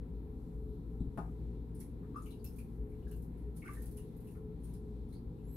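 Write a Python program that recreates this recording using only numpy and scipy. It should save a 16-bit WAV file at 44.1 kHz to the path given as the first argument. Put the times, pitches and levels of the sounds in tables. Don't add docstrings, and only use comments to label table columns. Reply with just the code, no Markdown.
import sys
import numpy as np
from scipy import signal
from scipy.fft import rfft, irfft
from scipy.io import wavfile
from scipy.ndimage import uniform_filter1d

SR = 44100
rng = np.random.default_rng(int(sys.argv[2]) if len(sys.argv) > 2 else 0)


def unload_wav(signal):
    wavfile.write(
        sys.argv[1],
        SR,
        np.round(np.clip(np.atleast_2d(signal).T, -1, 1) * 32767).astype(np.int16),
    )


N = 245195
T = np.arange(N) / SR
HZ = np.maximum(np.fft.rfftfreq(N, 1 / SR), 1)

# freq_hz, gain_db
FAN_SPECTRUM = [(12, -80), (20, -32), (24, -21), (35, -7.5), (59, -4.5), (72, -5.5), (92, -13.5),
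                (112, -15.5), (225, -17), (390, -21.5), (427, -22.5), (573, -41), (797, -39), (1600, -54.5),
                (2080, -94), (3520, -120)]
# freq_hz, width_hz, lift_db
ROOM_MODES = [(164.2, 31, 10.5), (226.2, 13, 7.5), (274, 65, 6.5), (418, 71, 2.5), (496, 78, 9),
              (780, 25, 3), (803, 14, 4), (985, 217, 6.5), (1340, 61, 10)]
# freq_hz, gain_db
HISS_SPECTRUM = [(940, -17), (1600, -1), (2190, -3), (2410, -5), (2920, -8), (3530, -6), (4190, -5.5),
                 (4570, -11.5), (6950, -17), (7650, -11.5), (8660, -15), (12300, -8), (14000, -14),
                 (15600, -20.5)]
# freq_hz, correlation
NOISE_CORRELATION = [(50, 0.97), (130, 1), (290, 0.91), (640, 0.5), (1400, -0.29), (2500, 0.089),
                     (6000, 0.14)]
# freq_hz, pan_db
NOISE_PAN = [(60, 5), (110, 0), (200, 2), (380, -0.5), (700, 6.5), (1290, 4.5), (2380, 1), (4400, 1.5),
             (8120, 1.5), (15000, -1.5)]
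# time_s, level_db
DRONE_LEVELS = [(0.0, -44), (0.52, -50.5), (0.56, -40), (0.74, -51.5), (1.08, -44), (1.15, -68),
                (1.21, -44.5), (1.47, -40), (1.61, -50.5), (2.68, -50), (2.82, -39), (2.91, -59),
                (3.13, -47.5), (3.51, -45), (3.59, -62), (3.79, -40), (4.07, -63.5), (4.96, -43.5),
                (5.22, -53), (5.25, -46.5), (5.34, -48), (5.4, -68), (5.47, -45), (5.56, -65)]
# time_s, level_db
WHIRR_LEVELS = [(0.0, -67.5), (0.34, -54.5), (0.42, -65), (0.74, -56), (0.84, -84), (0.9, -62), (2.42, -62),
                (2.69, -68), (2.82, -51), (3.05, -68.5), (3.11, -55), (3.39, -75), (3.48, -51.5),
                (3.53, -73), (4.07, -59), (4.1, -69.5), (4.52, -50.5), (4.57, -69), (4.91, -59.5),
                (5.2, -67.5), (5.53, -61), (5.56, -68)]
# centre_hz, t60_s, gain_db
TILE_BANDS = [(148, 0.12, -3), (500, 0.25, 0.5), (1550, 0.26, 4.5), (3900, 0.21, 5.5), (10300, 0.24, -2)]
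# freq_hz, gain_db, t60_s
CAVITY_MODES = [(1180, -36, 0.17), (1302, -39.5, 0.18), (1800, -35.5, 0.081), (2180, -60, 0.18)]
# time_s, pitch_hz, level_db
SQUEAK_GLIDE = [(5.425, 10800, -100), (5.446, 10875, -85), (5.464, 11040, -83), (5.476, 11190, -75),
                (5.512, 11700, -75), (5.53, 11860, -71.5), (5.546, 11950, -69.5), (5.56, 11800, -67)]
# freq_hz, gain_db, t60_s
TUB_MODES = [(62, -4.5, 0.075), (165, -0.5, 0.035), (248, 3, 0.035), (396, -0.5, 0.03), (720, -6, 0.016),
             (814, 0, 0.028), (930, -14, 0.027), (1010, -17, 0.026), (1180, -7.5, 0.03), (1250, -6, 0.013),
             (1380, -15, 0.024), (1660, -17, .015), (2480, -5.5, 0.0025), (3800, -1, 0.0018)]
# start_s, level_db, contact_ms, low_modes_db
TUB_BLOWS = [(1.006, -35, 2.94, 0), (1.019, -37, 14, 2), (1.044, -45, 3.1, 0), (1.069, -30.5, 10, -0.5),
             (1.086, -43, 8.4, 3), (1.1756, -46, 0.36, -1), (1.181, -38, 0.77, -2)]
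# freq_hz, gain_db
DROPLET_SPECTRUM = [(1500, -13.5), (3000, -17.5), (6000, -17.5), (8400, -10), (9100, -2), (10500, -1),
                    (12000, -1.5), (14000, -10.5), (16000, -20)]
# time_s, level_db
TRICKLES = [
    [(1.74, -80), (1.85, -99), (2.0, -100)],
    [(2.15, -81), (2.28, -79), (2.4, -91), (2.52, -77.5), (2.65, -90), (2.8, -91)],
    [(3.05, -91), (3.17, -93), (3.3, -100), (3.45, -100)],
    [(3.54, -78), (3.62, -81.5), (3.75, -72.5), (3.9, -79), (4.02, -87), (4.12, -92), (4.22, -95),
     (4.35, -81), (4.45, -103)],
    [(4.58, -100), (4.7, -78.5), (4.85, -107), (5.05, -102), (5.15, -103), (5.25, -102)],
]
# start_s, level_db, ring_hz, large_drops_db, pan_db
DROPLET_BURSTS = [(1.174, -64, 9600, -9.5, 2), (1.748, -65, 9200, -24, 4), (1.79, -68, 10000, -14, -2),
                  (1.8026, -50, 10300, -24, 0), (2.163, -71, 9120, -15, 4), (2.2208, -67, 8900, -19, 1.5),
                  (2.2598, -63, 12160, -17, 1), (2.304, -64, 9450, -15, 4), (2.4432, -47.5, 12400, -16, -1),
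                  (2.5608, -67, 11810, -18, 1), (2.584, -58.5, 10900, -17, -4), (2.8943, -83, 9500, -17, 3),
                  (3.078, -71.5, 9510, -10, 2), (3.113, -57.5, 11900, -17, -1),
                  (3.1625, -64.5, 12200, -31, -4), (3.2212, -66, 11800, -19, -2),
                  (3.3727, -77, 10400, -21, -1), (3.55, -80, 10500, -20, 0), (3.562, -64, 9600, -14, 4),
                  (3.57, -67, 10200, -18, 3), (3.6473, -72, 9420, -8, 0), (3.675, -74, 9100, -14, 1),
                  (3.708, -67, 10700, -18, -5), (3.7337, -54.5, 10300, -27, -2),
                  (3.819, -54.5, 12100, -26, -6), (3.857, -57.5, 9370, -21, 0),
                  (3.9115, -63, 11690, -18, -1.5), (3.962, -68, 12000, -20, -3),
                  (3.971, -53.5, 10300, -22, 1), (4.1634, -67.5, 11900, -25, -5),
                  (4.2026, -72, 11960, -27, -6), (4.2427, -73, 11500, -22, -2.5),
                  (4.2722, -67.5, 9640, -15, 6), (4.308, -68, 11800, -26, -6), (4.5999, -84, 9500, -22, 2),
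                  (4.634, -70, 9200, -18, 5), (4.641, -62.5, 9300, -21, -2), (4.736, -61.5, 10000, -15, 0),
                  (5.0855, -78.5, 9500, -11, -0.5), (5.1264, -67, 9700, -15, -1)]
# start_s, level_db, pitch_hz, ring_cycles, pan_db
PLOPS = [(1.003, -67.5, 3820, 11, 2), (1.004, -69, 7800, 20, 0), (1.749, -71, 5300, 14, 2),
         (1.805, -58, 5740, 11, 2), (1.81, -61.5, 2030, 5.7, 5), (2.031, -60, 1280, 3, 5),
         (2.036, -64, 1760, 3.6, -1), (2.144, -53.5, 1250, 5.9, 9), (2.158, -39, 1237, 8.7, 4),
         (2.1574, -67, 5140, 42, 4), (2.1576, -70, 6600, 40, 1), (2.159, -68, 2660, 14, 3),
         (2.222, -55.5, 6900, 7.4, 5), (2.226, -63, 7500, 14, 1), (2.26, -55.5, 2810, 6, 7),
         (2.266, -60, 2290, 11, 1), (2.308, -56, 3840, 9, 5), (2.325, -61.5, 2880, 9, 6),
         (2.395, -66, 4700, 10, 1), (2.446, -57, 2656, 7.1, 4), (2.462, -51.5, 5300, 10, 2),
         (2.5858, -54, 2420, 8, 3.5), (2.92, -68, 2230, 8, -3), (3.027, -70, 2920, 12, 7),
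         (3.067, -61, 1640, 9.1, 9), (3.114, -62.5, 1600, 5.4, 5), (3.1145, -69, 4500, 9, 1),
         (3.115, -60.5, 2810, 7.5, 6), (3.618, -61, 2620, 8.1, 5), (3.6223, -47.5, 2180, 9.6, -1),
         (3.64, -60, 2010, 7.5, 0), (3.654, -49, 1440, 7.5, -1), (3.662, -54.5, 2530, 5.3, 2),
         (3.675, -42.5, 2090, 5.9, 0), (3.68, -50, 1590, 7, -5), (3.688, -46.5, 1170, 7.5, 1),
         (3.745, -62, 1780, 8.4, 4), (3.768, -53, 1850, 14, 0), (3.8, -65, 1790, 15, 0),
         (3.832, -76, 1800, 12, 1), (3.972, -63, 5870, 8, 0), (3.978, -60, 2850, 9, 4),
         (3.985, -66, 1930, 8.8, 1), (4.272, -61.5, 2730, 5.7, 3), (4.351, -63, 2080, 3, 0),
         (4.354, -64, 1340, 6.5, 4), (4.74, -64, 4900, 7, 0), (5.1248, -59, 4120, 9, 4),
         (5.14, -70, 4250, 7, 2), (5.128, -69, 2100, 8, -1), (5.153, -60, 4450, 7, -1),
         (5.165, -66, 4700, 7, -2), (5.388, -72, 2750, 9, -1)]


def undb(db):
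    return 10 ** (np.asarray(db) / 20)


def unit_rms(x):
    return x / np.sqrt(np.mean(x ** 2))


def curve(table):
    freq_hz, values = np.transpose(table)
    return np.interp(np.log(HZ), np.log(freq_hz), values)


def shaped(x, gain):
    return unit_rms(irfft(rfft(x) * gain, N))


def pan(pan_db):
    return undb(np.array([[.5], [-.5]]) * pan_db)


def add(out, start_s, x):
    i = int(start_s * SR)
    out[..., i:i + x.shape[-1]] += x[..., :N - i]


def wander(rate_hz):
    hold = int(SR / rate_hz)
    steps = np.repeat(rng.standard_normal(N // hold + 1), hold)
    return unit_rms(uniform_filter1d(uniform_filter1d(steps, hold), hold)[:N])


def sine(pitch_hz):
    return np.sqrt(2) * np.sin(2 * np.pi * np.cumsum(pitch_hz) / SR)


def stereo_noise(spectrum_db):
    mid, side = rfft(rng.standard_normal((2, N))) * undb(spectrum_db)
    correlation = curve(NOISE_CORRELATION)
    mid, side = mid * np.sqrt(1 + correlation), side * np.sqrt(1 - correlation)
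    return unit_rms(irfft(np.array([mid + side, mid - side]) * pan(curve(NOISE_PAN)), N))


def hiss(level_db=-78.5, flicker_db=1.75):
    spectrum = rfft(stereo_noise(curve(HISS_SPECTRUM)))
    bands = (np.clip(1 - abs(np.log2(HZ / 1000) - octave), 0, 1) for octave in range(5))
    return sum(undb(level_db + flicker_db * wander(9)) * irfft(spectrum * band, N) for band in bands)


def hum(pitch_hz, levels, waver_db, drift_hz, rate_hz):
    level_db = np.interp(T, *np.transpose(levels)) + waver_db * wander(rate_hz)
    return undb(level_db) * sine(pitch_hz + drift_hz * wander(rate_hz))


def fan(air_db=-46.5, mains_hz=118.9, mains_db=-54.5):
    lift_db = sum(db / (1 + (2 * (HZ - hz) / width_hz) ** 2) for hz, width_hz, db in ROOM_MODES)
    air = undb(air_db) * stereo_noise(curve(FAN_SPECTRUM) + lift_db)
    mains = undb(mains_db) * sine(np.full(N, mains_hz)) * pan(4.0)
    drone = hum(55.2, DRONE_LEVELS, waver_db=1.5, drift_hz=1.49, rate_hz=9) * pan(3.2)
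    whirr = hum(426.6, WHIRR_LEVELS, waver_db=2.5, drift_hz=3.96, rate_hz=16) * pan(1.1)
    return air + mains + drone + whirr


def tiled_room(dry, direct_db=1.5, wet_db=6, round_trip_s=0.0088, flutter_depth=0.12):
    t = T[:SR // 2]
    hz = np.maximum(np.fft.rfftfreq(len(t), 1 / SR), 1)
    noise = rfft(rng.standard_normal((2, len(t))))
    noise = np.where(hz < 800, noise[0], noise)
    centres_hz = np.array(TILE_BANDS)[:, 0]
    tail = 0
    for centre_hz, t60_s, gain_db in TILE_BANDS:
        band = np.interp(np.log(hz), np.log(centres_hz), centres_hz == centre_hz)
        tail += irfft(noise * band, len(t)) * undb(gain_db - 60 * t / t60_s)
    tail *= 1 + flutter_depth * np.cos(2 * np.pi * (t - .006) / round_trip_s)
    tail *= np.clip(t / 0.0014 - .5, 0, 1)
    tail *= undb(wet_db) / np.sqrt(np.sum(tail ** 2, axis=1, keepdims=True))
    return undb(direct_db) * dry + signal.fftconvolve(dry, tail, axes=1)[:, :N]


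def tub_cavity(dry):
    t = T[:SR // 3]
    ring = sum(undb(db - 60 * t / t60_s) * np.sin(2 * np.pi * hz * t) for hz, db, t60_s in CAVITY_MODES)
    return signal.fftconvolve(dry, ring[None], axes=1)[:, :N]


def squeak(spacing_hz=3890, waver_hz=70, shake_db=3.0, fizz_db=-5.5):
    time_s, glide_hz, level_db = np.transpose(SQUEAK_GLIDE)
    pitch_hz = np.interp(T, time_s, glide_hz) + waver_hz * wander(300)
    partials = sum(undb(gain_db + shake_db * wander(200)) * sine(pitch_hz + step * spacing_hz)
                   for step, gain_db in enumerate([-18, -10, 0, -17], start=-2))
    fizz = undb(fizz_db) * shaped(rng.standard_normal((2, N)), undb(curve(DROPLET_SPECTRUM)))
    return (partials + fizz) * undb(np.interp(T, time_s, level_db, left=-200)) * pan(-8)


def tub_blows(low_below_hz=500, detune=0.0065):
    out, t = np.zeros(N), T[:SR // 2]
    for start_s, level_db, contact_ms, low_modes_db in TUB_BLOWS:
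        ring = 0
        for hz, gain_db, t60_s in TUB_MODES:
            envelope = undb(gain_db + low_modes_db * (hz < low_below_hz) - 60 * t / t60_s)
            ring += envelope * np.sin(2 * np.pi * hz * t * (1 + detune * rng.standard_normal()))
        push = np.hanning(int(contact_ms * SR / 1000) + 3)
        add(out, start_s, -undb(level_db) * np.convolve(ring, push / push.sum()))
    return out * pan(4.2)


def droplet_clicks(clicks_per_s=9000, scatter_db=1.5, crossfeed=0.14, lag_s=0.00025):
    clicks = (rng.random((2, N)) < clicks_per_s / SR) * rng.standard_normal((2, N))
    clicks *= undb(scatter_db * rng.exponential(size=(2, N)))
    clicks[1] += crossfeed * np.roll(clicks[0], int(lag_s * SR))
    fine = shaped(clicks, undb(curve(DROPLET_SPECTRUM)))
    large = shaped(np.roll(clicks, SR, axis=1), np.exp(-np.log(HZ / 5500) ** 2 / 0.16))
    bright = shaped(clicks, np.exp(-np.log(HZ / 11500) ** 2 / 0.21))
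    return fine, large, bright


def trickle(fine, large, ramp_s=0.029):
    envelope = 0
    for run in TRICKLES:
        time_s, level_db = np.transpose(run)
        gate = np.clip(np.minimum(T - time_s[0], time_s[-1] - T) / ramp_s, 0, 1)
        envelope += undb(np.interp(T, time_s, level_db)) * gate
    return (fine + 0.092 * large) * envelope


def spatter(fine, large, bright, ring_share=0.56, ring_width_hz=900, rise_s=0.0023, tick_s=0.00077):
    out, t = np.zeros((2, N)), T[:SR // 4]
    for start_s, level_db, ring_hz, large_drops_db, pan_db in DROPLET_BURSTS:
        span = np.s_[:, int(start_s * SR):int(start_s * SR) + len(t)]
        resonator = signal.iirpeak(ring_hz, ring_hz / ring_width_hz, fs=SR)
        ring = unit_rms(signal.lfilter(*resonator, fine[span]))
        drops = ring_share * ring + (1 - ring_share) * fine[span] + undb(large_drops_db) * large[span]
        fade_db_per_s = max(1143 + 46 * (level_db + 60), 300)
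        envelope = undb(-fade_db_per_s * t) * np.minimum(t / rise_s, 1)
        tick = undb(0.5) * np.exp(-t / tick_s) * bright[span]
        add(out, start_s, (drops * envelope + tick) * undb(level_db) * pan(pan_db))
    return out


def bubble(pitch_hz, ring_cycles, glide=0.023):
    cycles = pitch_hz * T[:SR // 20]
    wave = np.sin(2 * np.pi * cycles * (1 - glide / 2 + glide * cycles / (2 * ring_cycles)))
    attack = np.minimum(cycles / (0.39 * ring_cycles), 1)
    return wave * attack * np.exp(-2 * cycles / ring_cycles)


def trickle_bubbles(bubbles_per_s=60):
    out = np.zeros((2, N))
    for run in TRICKLES:
        time_s, level_db = np.transpose(run)
        length_s = time_s[-1] - time_s[0]
        for when, pitch, softness, side in rng.random((int(bubbles_per_s * length_s), 4)):
            start_s = time_s[0] + when * length_s
            gain = undb(np.interp(start_s, time_s, level_db) + 10 - 26 * softness) * pan(8 * side - 4)
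            add(out, start_s, gain * bubble(6000 * 1.2 ** pitch, ring_cycles=19))
    return out


def gurgle(start_s=3.63, length_s=0.2, low_hz=1120, high_hz=2750, level_db=-59, fade_db=17, count=24):
    out = np.zeros((2, N))
    for when, pitch, side in rng.random((count, 3)):
        pitch_hz = low_hz * (high_hz / low_hz) ** pitch
        gain = undb(level_db - fade_db * when) * pan(3 + 8 * side)
        add(out, start_s + length_s * when, gain * bubble(pitch_hz, ring_cycles=6.5))
    return out


def plops(follower_db=-11.5, follower_cap_db=-62.5, within_s=0.012, pitch_spread=0.11):
    out = np.zeros((2, N))
    for start_s, level_db, pitch_hz, ring_cycles, pan_db in PLOPS:
        add(out, start_s, undb(level_db) * pan(pan_db) * bubble(pitch_hz, ring_cycles))
        follower_gain = undb(min(level_db + follower_db, follower_cap_db)) * pan(pan_db)
        for when, pitch in rng.random((3, 2)):
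            follower_hz = pitch_hz * (1 + pitch_spread * (2 * pitch - 1))
            add(out, start_s + within_s * when, follower_gain * bubble(follower_hz, ring_cycles=4.4))
    return out


def scene():
    bubbles = plops() + gurgle() + trickle_bubbles()
    fine, large, bright = droplet_clicks()
    droplets = spatter(fine, large, bright) + trickle(fine, large)
    return tiled_room(bubbles + droplets + tub_blows()) + tub_cavity(bubbles) + hiss() + fan() + squeak()


def record(dry, cutoff_hz=15720):
    return signal.sosfilt(signal.ellip(10, .2, 70, cutoff_hz, fs=SR, output="sos"), dry)


dry = scene()
out = record(dry)
unload_wav(out)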